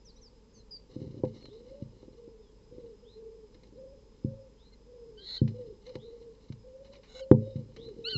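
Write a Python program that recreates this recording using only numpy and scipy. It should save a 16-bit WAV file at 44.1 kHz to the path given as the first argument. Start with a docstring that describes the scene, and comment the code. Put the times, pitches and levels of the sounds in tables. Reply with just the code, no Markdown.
"""Small birds whistle outside over night air, microphone hiss, mains hum and a thin whine.
Close by, young barn owls scuffle in a wooden nest box: feet and wings thump the panels,
feathers brush the litter and claws scratch, while far birds peep and coo.
Then an owl squeaks and gives three cries, each a squeal that breaks into a screech or a hiss."""
import sys
import numpy as np
from scipy import signal
from scipy.fft import rfft, irfft, next_fast_len
from scipy.io import wavfile

SR = 44100
rng = np.random.default_rng(int(sys.argv[2]) if len(sys.argv) > 2 else 0)


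def put_to_file(sound):
    """Save the sound as 16-bit audio at rate SR, in the file named by the first command-line argument."""
    columns = np.atleast_2d(sound).T  # one column per channel
    safe = np.clip(columns, -1, 1)
    whole_steps = np.round(safe * 32767)
    wavfile.write(sys.argv[1], SR, whole_steps.astype(np.int16))


N = 360297
TIME = np.arange(N) / SR


def from_db(db):
    """Decibels to gain."""
    return 10 ** (np.asarray(db) / 20)


def rms_one(x):
    """Scale to rms 1."""
    return x / np.sqrt(np.mean(x ** 2) + 1e-20)


def gain_at(spectrum, hz):
    """Gain from a (Hz, dB) table, on a log-frequency axis."""
    points_hz, db = np.transpose(spectrum)
    return from_db(np.interp(np.log(hz + 1e-3), np.log(points_hz), db))


def cut(x, hz, kind="low", order=2):
    """Butterworth low- or high-pass."""
    return signal.sosfilt(signal.butter(order, min(hz, .45 * SR), kind, fs=SR, output="sos"), x)


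def noise(spectrum):
    """Noise shaped by a (Hz, dB) table, rms 1."""
    size = next_fast_len(N)
    gains = gain_at(spectrum, np.fft.rfftfreq(size, 1 / SR))
    return rms_one(irfft(rfft(rng.standard_normal(size)) * gains, size)[:N])


def drift(per_s):
    """Interpolated random values, rms 1."""
    knots = rng.standard_normal(N // 20)
    return rms_one(np.interp(TIME * per_s, np.arange(len(knots)), knots))


def ring(x, hz, t60_s):
    """Resonator: a unit click starts a decaying sine of height 1."""
    r, w = from_db(-60 / (t60_s * SR)), 2 * np.pi * hz / SR
    return signal.lfilter([0, np.sin(w)], [1, -2 * r * np.cos(w), r * r], x + 1e-18)


def echoes(x, t60_s):
    """Convolve with a diffuse tail of unit energy."""
    tail = rng.standard_normal(SR) * from_db(-60 * TIME[:SR] / t60_s)
    return signal.fftconvolve(x, tail / np.linalg.norm(tail))[:N]


def envelope(t, length_s, attack_s, release_s):
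    """Linear attack, hold and release; 0 outside."""
    return np.clip(np.minimum(t / attack_s, (length_s - t) / release_s), 0, 1)


def add(out, start_s, sound):
    """Mix a sound in at start_s."""
    at = max(round(start_s * SR), 0)
    out[at:at + len(sound)] += sound[:max(N - at, 0)]


# Noise floor spectrum. Each row: frequency in Hz, relative level in dB.
FLOOR_SPECTRUM = [(15, -28.5), (25, 2.5), (59, -4.5), (155, -10), (227, -6), (358, -20), (434, -2.5),
                  (717, -31.5), (869, -20), (1370, -32.5), (1830, -33.5), (4650, -33.5), (5000, -30),
                  (5370, -34), (7700, -36.5), (10000, -68.5), (16900, -120)]

def background(floor_db=-60, hum_hz=50, hum_db=-62, whine_hz=5091, whine_db=-82):
    """Night air and microphone hiss, mains hum and a flickering electronic whine."""
    hum = from_db(hum_db) * np.sin(2 * np.pi * hum_hz * TIME)
    whine = from_db(whine_db) * np.sin(2 * np.pi * whine_hz * TIME) * (1 + 0.48 * drift(50))
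    return from_db(floor_db) * noise(FLOOR_SPECTRUM) + np.sqrt(2) * (hum + whine)


def whistle(length_s, start_hz, middle_hz, end_hz, jitter):
    """One note bends through three pitches, swelling and fading."""
    u = np.linspace(0, 1, int(length_s * SR))
    glide = np.polyfit([0, .5, 1], [start_hz, middle_hz, end_hz], 2)
    hz = np.polyval(glide, u) * (1 + jitter * drift(600)[:len(u)])
    return np.sqrt(4 * u * (1 - u)) * np.sin(2 * np.pi * np.cumsum(hz) / SR)


# Near whistles. Each row: start and length in seconds, start and end pitch in Hz, level in dB.
NEAR_CHIRPS = [(0.048, 0.068, 6410, 4160, -57.5), (0.079, 0.058, 3640, 4570, -66.5),
               (0.213, .077, 6280, 4370, -57.5), (0.158, .022, 5500, 6000, -63.5),
               (0.163, 0.036, 3730, 4170, -66), (0.534, .046, 6800, 5800, -65.5),
               (0.564, 0.039, 6040, 6340, -66), (0.543, .079, 4790, 4000, -64),
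               (0.708, 0.067, 4980, 4630, -43.5), (1.369, 0.041, 5840, 4970, -72),
               (1.407, .083, 4400, 3900, -56.5), (2.42, 0.095, 3690, 3210, -76),
               (7.423, .14, 3810, 3740, -69.5)]
# Far peeps. Each row: start in seconds, relative level in dB.
FAR_PEEPS = [(1.461, -63.5), (3.036, -61), (4.565, -65), (5.97, -58.5), (7.765, -53.5)]

def small_birds():
    """Nearer birds whistle cleanly; a farther one repeats a raspy peep that swells as it rises."""
    near, far = np.zeros((2, N))
    for start_s, length_s, start_hz, end_hz, db in NEAR_CHIRPS:
        middle_hz = start_hz + 0.55 * (end_hz - start_hz)
        add(near, start_s, from_db(db) * whistle(length_s, start_hz, middle_hz, end_hz, jitter=0.011))
    for start_s, db in FAR_PEEPS:
        peep = whistle(.125, 2800, 3780, 4050, jitter=0.026)
        add(far, start_s, from_db(db - 4) * peep * np.linspace(.4, 1.3, len(peep)))
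    return near + far + echoes(from_db(-10) * near + far, t60_s=0.19)


# Panel modes. Each row: frequency in Hz, weight in dB, T60 in seconds.
PANEL_MODES = [(107.9, -10, 0.4), (134.6, -3, 0.21), (165, -11, 0.18), (221.2, -10, 0.26),
               (294.5, 7.5, 0.029), (359.4, 7, 0.029), (390, -3, 0.11), (422, -15, 0.36), (505.6, 6.5, .13),
               (547, -25.5, 0.041), (824, -21.5, 0.12), (890, -16.5, 0.038), (1050, -29.5, 0.049)]

def panel_modes(force):
    """A force rings the wooden panels; returns (Hz, signal) for each mode."""
    return [(hz, from_db(db) * ring(force, hz, t60_s)) for hz, db, t60_s in PANEL_MODES]


# Response of the box interior. Each row: frequency in Hz, relative level in dB.
HOLLOW_SPECTRUM = [(600, 5.5), (1200, -1.5), (1500, -25), (1750, -12), (2150, 0.5), (2500, -31.5),
                   (2900, 3), (3300, -14), (4050, 5.5), (4600, -7), (5150, -9.5), (6000, -9), (7200, -25)]

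def hollow_noise():
    """Noise coloured by the hollow of the box."""
    return noise(HOLLOW_SPECTRUM)


# Trampling bouts. Each row: start and length in seconds, rumble and rustle level in dB.
SHUFFLE_BOUTS = [(0.889, 0.73, -48, -68.5), (1.312, 0.96, -63, -76), (2.7, 0.26, -56.5, -79),
                 (3.53, 0.35, -60, -81), (5.44, 0.34, -50, -74), (5.81, 0.76, -66.5, -71.5),
                 (6.82, .2, -66, -70), (7.377, 0.32, -50, -72), (7.68, 0.94, -55, -68)]

def shuffling(touches_per_s=130, bout_fade_db=8):
    """Many light touches keep the panels rumbling while feathers brush the litter."""
    rumble_gain, rustle_gain = from_db(-70), from_db(-86)  # the owls never sit quite still
    for start_s, length_s, rumble_db, rustle_db in SHUFFLE_BOUTS:
        t = TIME - start_s
        slack = from_db(-bout_fade_db * np.clip(t / length_s, 0, 1))
        effort = slack * envelope(t, length_s, attack_s=0.036, release_s=0.079)
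        rumble_gain = rumble_gain + from_db(rumble_db) * effort
        rustle_gain = rustle_gain + from_db(rustle_db) * effort
    touches = (rng.random(N) < touches_per_s / SR) * rng.standard_normal(N)
    panels = cut(sum(mode for _, mode in panel_modes(touches)), 426, order=4)
    feathers = cut(hollow_noise(), 900, "high")
    grain_db, brush_db = 2.5 * drift(190), 4.5 * drift(45)
    feathers *= from_db(grain_db + brush_db)
    return rumble_gain * rms_one(cut(panels, 83, "high")) + rustle_gain * rms_one(feathers)


def hollow_dip(x, notch_hz=690):
    """The box passes little just above its strong low modes."""
    return signal.lfilter(*signal.iirnotch(notch_hz, Q=3.5, fs=SR), x)


# Blows. Each row: start in seconds, body peak in dB, contact pitch in Hz, low-mode boost in dB.
PANEL_BLOWS = [(0.963,-26.5,206,-4.5), (1.016,-28.5,240,6), (1.041,-33,240,7), (1.065,-33,137,8),
               (1.168,-45,270,9), (1.236,-13.5,386,1.5), (1.822,-27.5,142.4,-8), (2.029,-40.5,390,-6),
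               (2.08,-38.5,298,-15), (2.277,-37.5,320,-3), (2.781,-35.5,290,-4.5), (4.246,-18,161,-4),
               (5.416,-11.5,181,3.5), (5.955,-27,382,3.5), (6.501,-30,131,-5.5), (7.313,1.5,278,0.5),
               (7.556,-26,165,6), (8.154,-27.5,154,6)]

def thumps(boom_below_hz=250, crack_decay_s=0.013, leak_hz=75):
    """A foot or wing pushes a panel and lets go; where it lands sets how much the low modes boom."""
    out, t = np.zeros(N), TIME[:SR // 2]
    impulse = 1. * (t == 0)
    for start_s, peak_db, contact_hz, boom_db in PANEL_BLOWS:
        push = -np.diff(cut(impulse, 1.337 * contact_hz, order=4), prepend=0)
        body = sum(mode * from_db(boom_db * (hz < boom_below_hz)) / hz for hz, mode in panel_modes(push))
        body = hollow_dip(cut(body, leak_hz, "high", order=3))  # the microphone hears little deep bass
        burst = rng.standard_normal(len(t)) * np.exp(-t / crack_decay_s)
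        crack = hollow_dip(cut(cut(burst, 930, order=12), 240, "high"))
        crack_db = -24.5 + 19.5 * np.log2(contact_hz / 300)  # harder contacts crack more
        blow = body / abs(body).max() + from_db(crack_db) * crack / abs(crack).max()
        add(out, start_s, from_db(peak_db) * blow)
    return out + from_db(-13) * echoes(cut(out, 260), t60_s=0.23)  # the other walls shudder along


# Claws and beaks on wood. Each row: start in seconds, relative level in dB, decay in seconds.
CLAW_STROKES = [(1.2494, -50, .006), (1.4253, -55, 0.0051), (1.4545, -44, 0.0031), (3.5445, -54, 0.0076),
                (3.633, -53, 0.0076), (5.4766, -44.5, 0.0091), (5.8696, -57, .021), (5.892, -52.5, 0.0083),
                (5.9539, -38.5, 0.0041), (6.5225, -47.5, 0.0053), (6.846, -56, 0.025), (6.9326, -53, 0.029),
                (6.953, -56, 0.012), (7.032, -54.5, 0.049), (7.5596, -53, 0.0089), (7.763, -44.5, 0.008),
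                (7.885, -55.5, .007)]

def scratches(rise_s=0.00069, bite_hz=2250):
    """Each stroke is a short burst ringing in the hollow box, with the bite of hard wood."""
    force, t = np.zeros(N), TIME[:SR // 5]
    for start_s, db, decay_s in CLAW_STROKES:
        stroke = (1 - np.exp(-t / rise_s)) * np.exp(-t / decay_s)
        add(force, start_s, from_db(db - 5) * stroke / stroke.max())
    bite = from_db(-7) * rms_one(ring(rng.standard_normal(N), bite_hz, t60_s=0.0035))
    friction = rms_one(cut(hollow_noise() + bite, 150, "high"))
    return hollow_dip(force * friction)


# Dove-like notes. Each row: start and length in seconds, first and last pitch in Hz,
# level and fade over the note in dB.
FAR_COOS = [(1.5, .35, 425.3, 597, -52.5, 3.5), (2.154, .32, 485, 418.3, -59, -1),
            (2.71, 0.25, 526.3, 425.5, -50.5, 2.5), (3.02, .08, 554, 448, -52, 5),
            (3.14, 0.34, 448, 446.5, -50.5, 7.5), (3.745, .22, 488.4, 582, -50.5, 9.5),
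            (4.231, 0.27, 537, 551, -50.5, 11), (4.859, .4, 506.6, 408.3, -55.5, 1.5),
            (5.536, .21, 545.3, 406.7, -43, 11.5), (5.862, 0.068, 552, 540, -43.5, 8.5),
            (6.016, .33, 467.4, 458.6, -49, 8.5), (6.632, 0.38, 520, 566.4, -53.5, 8.5),
            (7.135, 0.5, 525.3, 529.5, -47.5, 3), (7.769, 0.17, 489.3, 437, -53, -6.5),
            (7.966, .25, 487, 395.7, -44, 8.5)]

def coos(jitter=0.022, flutter_db=2.5, husk_db=-11, scoop_s=0.0193, droop_s=.022):
    """Wavering, husky low notes scoop up, glide and droop, blurred by distance."""
    out, waver = np.zeros(N), 1 + jitter * drift(110)
    husk = from_db(husk_db) * (drift(120) + 1j * drift(120)) / np.sqrt(2)  # widens the tone to a band
    for start_s, length_s, first_hz, last_hz, db, fade_db in FAR_COOS:
        on = (TIME > start_s) & (TIME < start_s + length_s)
        t = TIME[on] - start_s
        bend = 1 - 0.1773 * np.exp(-t / scoop_s) - .16 * np.exp((t - length_s) / droop_s)
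        hz = (first_hz + (last_hz - first_hz) * t / length_s) * bend * waver[on]
        note = np.sqrt(2) * np.real((1 + husk[on]) * np.exp(2j * np.pi * np.cumsum(hz) / SR))
        gate = envelope(t, length_s, attack_s=0.025, release_s=0.023)
        out[on] += from_db(db - fade_db * t / length_s) * gate * note
    out *= from_db(flutter_db * drift(45))
    return out + from_db(-6) * echoes(out, t60_s=0.51)


# Weighting of the squeal's partials. Each row: frequency in Hz, relative level in dB.
SQUEAL_SPECTRUM = [(1250, -16), (1500, -14), (2500, 1.5), (3000, -0.5), (3800, 10.5), (4350, 2),
                   (4800, -14.5), (5800, -43), (7400, -28.5), (8000, -63)]

def squeal(hz):
    """The owl's clear voice: five harmonics on a pitch curve, rms 1."""
    phase = 2 * np.pi * np.cumsum(hz) / SR
    gains = [gain_at(SQUEAL_SPECTRUM, k * hz) for k in range(1, 6)]
    tone = sum(gain * np.sin(k * phase) for k, gain in enumerate(gains, 1))
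    return tone / np.sqrt(sum(gain ** 2 for gain in gains) / 2)


# Screech spectrum. Each row: frequency in Hz, relative level in dB.
SCREECH_SPECTRUM = [(600, -54), (1650, -46), (1920, -12), (2400, -41), (3150, -37), (3400, -16), (3700, -2),
                    (4180, 7.5), (4500, -6.5), (4700, -18.5), (5900, -33), (6750, -33.5), (7600, -54)]

def screech():
    """The forced voice turns chaotic: bands of noise."""
    return noise(SCREECH_SPECTRUM)


# Hiss resonances of the box. Each row: frequency and bandwidth in Hz, relative level in dB.
BOX_HISS_RESONANCES = [(1530, 52, -11), (2190, 50, -9.5), (2916, 60, -11.5), (3580, 50, -12.5), (3970, 41, 1),
                       (5160, 120, -11.5), (6500, 200, -13), (6860, 110, -15.5)]

def breathy_hiss():
    """Rushing air rings in the narrow resonances of the box."""
    white = rng.standard_normal(N)
    bands = sum(from_db(db) * rms_one(ring(white, hz, t60_s=np.log(1000) / (np.pi * width_hz)))
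                for hz, width_hz, db in BOX_HISS_RESONANCES)
    return rms_one(rms_one(bands) + from_db(-5) * hollow_noise())


# Cries. Each row: start and length in seconds, start, held and end pitch in Hz, squeal level in dB,
# break start and length in seconds, roughness 0-1, level the noise swells to in dB, hiss share 0-1.
OWL_CRIES = [(4.717, 0.038, 2155, 2116, 2040, -64, 4.72, 0.043, 0.3, -67, 0.7),
             (5.17, 0.237, 1490, 1620, 1530, -53.5, 5.18, 0.21, 0.9, -34, .02),
             (7.072, 0.177, 1880, 1770, 1350, -60.5, 7.04, .18, .97, -48.5, 0.98),
             (8.04, 0.14, 1240, 1552, 1324, -35.5, 8.083, 0.051, 0.63, -37.5, 0.01)]

def owl(jitter=0.006, flutter_db=1.56, glide_in_s=0.069, glide_out_s=0.06, swell_db_per_s=98):
    """A squeal glides, holds and sinks; forced, it breaks into a swelling screech or hiss."""
    chaos, rush = cut([screech(), breathy_hiss()], 500, "high", order=4)
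    waver, out = jitter * drift(600), np.zeros(N)
    for (start_s, length_s, start_hz, held_hz, end_hz, squeal_db,
         break_s, broken_s, roughness, noise_db, hiss_share) in OWL_CRIES:
        on = (TIME > start_s) & (TIME < start_s + length_s)
        t, since_break_s = TIME[on] - start_s, TIME[on] - break_s
        broken = envelope(since_break_s, broken_s, attack_s=0.42 * broken_s, release_s=0.022)
        hz = held_hz + (start_hz - held_hz) * np.maximum(1 - t / glide_in_s, 0) ** 2
        hz += (end_hz - held_hz) * np.maximum(1 - (length_s - t) / glide_out_s, 0)
        hz *= 1 + waver[on] * (1 + 4 * roughness * broken)
        tone = from_db(squeal_db) * (1 - roughness * broken) * squeal(hz)
        air = np.sqrt(1 - hiss_share) * chaos[on] + np.sqrt(hiss_share) * rush[on]
        swell = from_db(noise_db - swell_db_per_s * (broken_s - since_break_s))
        out[on] += envelope(t, length_s, attack_s=0.015, release_s=.014) * (tone + swell * broken * air)
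    out *= from_db(flutter_db * drift(250))
    return out + from_db(-15) * echoes(out, t60_s=0.16)  # box reverberation


def scene():
    """Everything as heard inside the box, mono."""
    return (thumps() + scratches() + shuffling() + owl() + coos() + small_birds() + background())[None]


def record(dry):
    """The camera limits hard at full scale and cuts the treble."""
    cutoff_hz = 7750
    lowpass = signal.ellip(12, .1, 80, cutoff_hz, fs=SR, output="sos")
    return signal.sosfilt(lowpass, np.clip(dry, -1, 1))


dry = scene()
out = record(dry)
put_to_file(out)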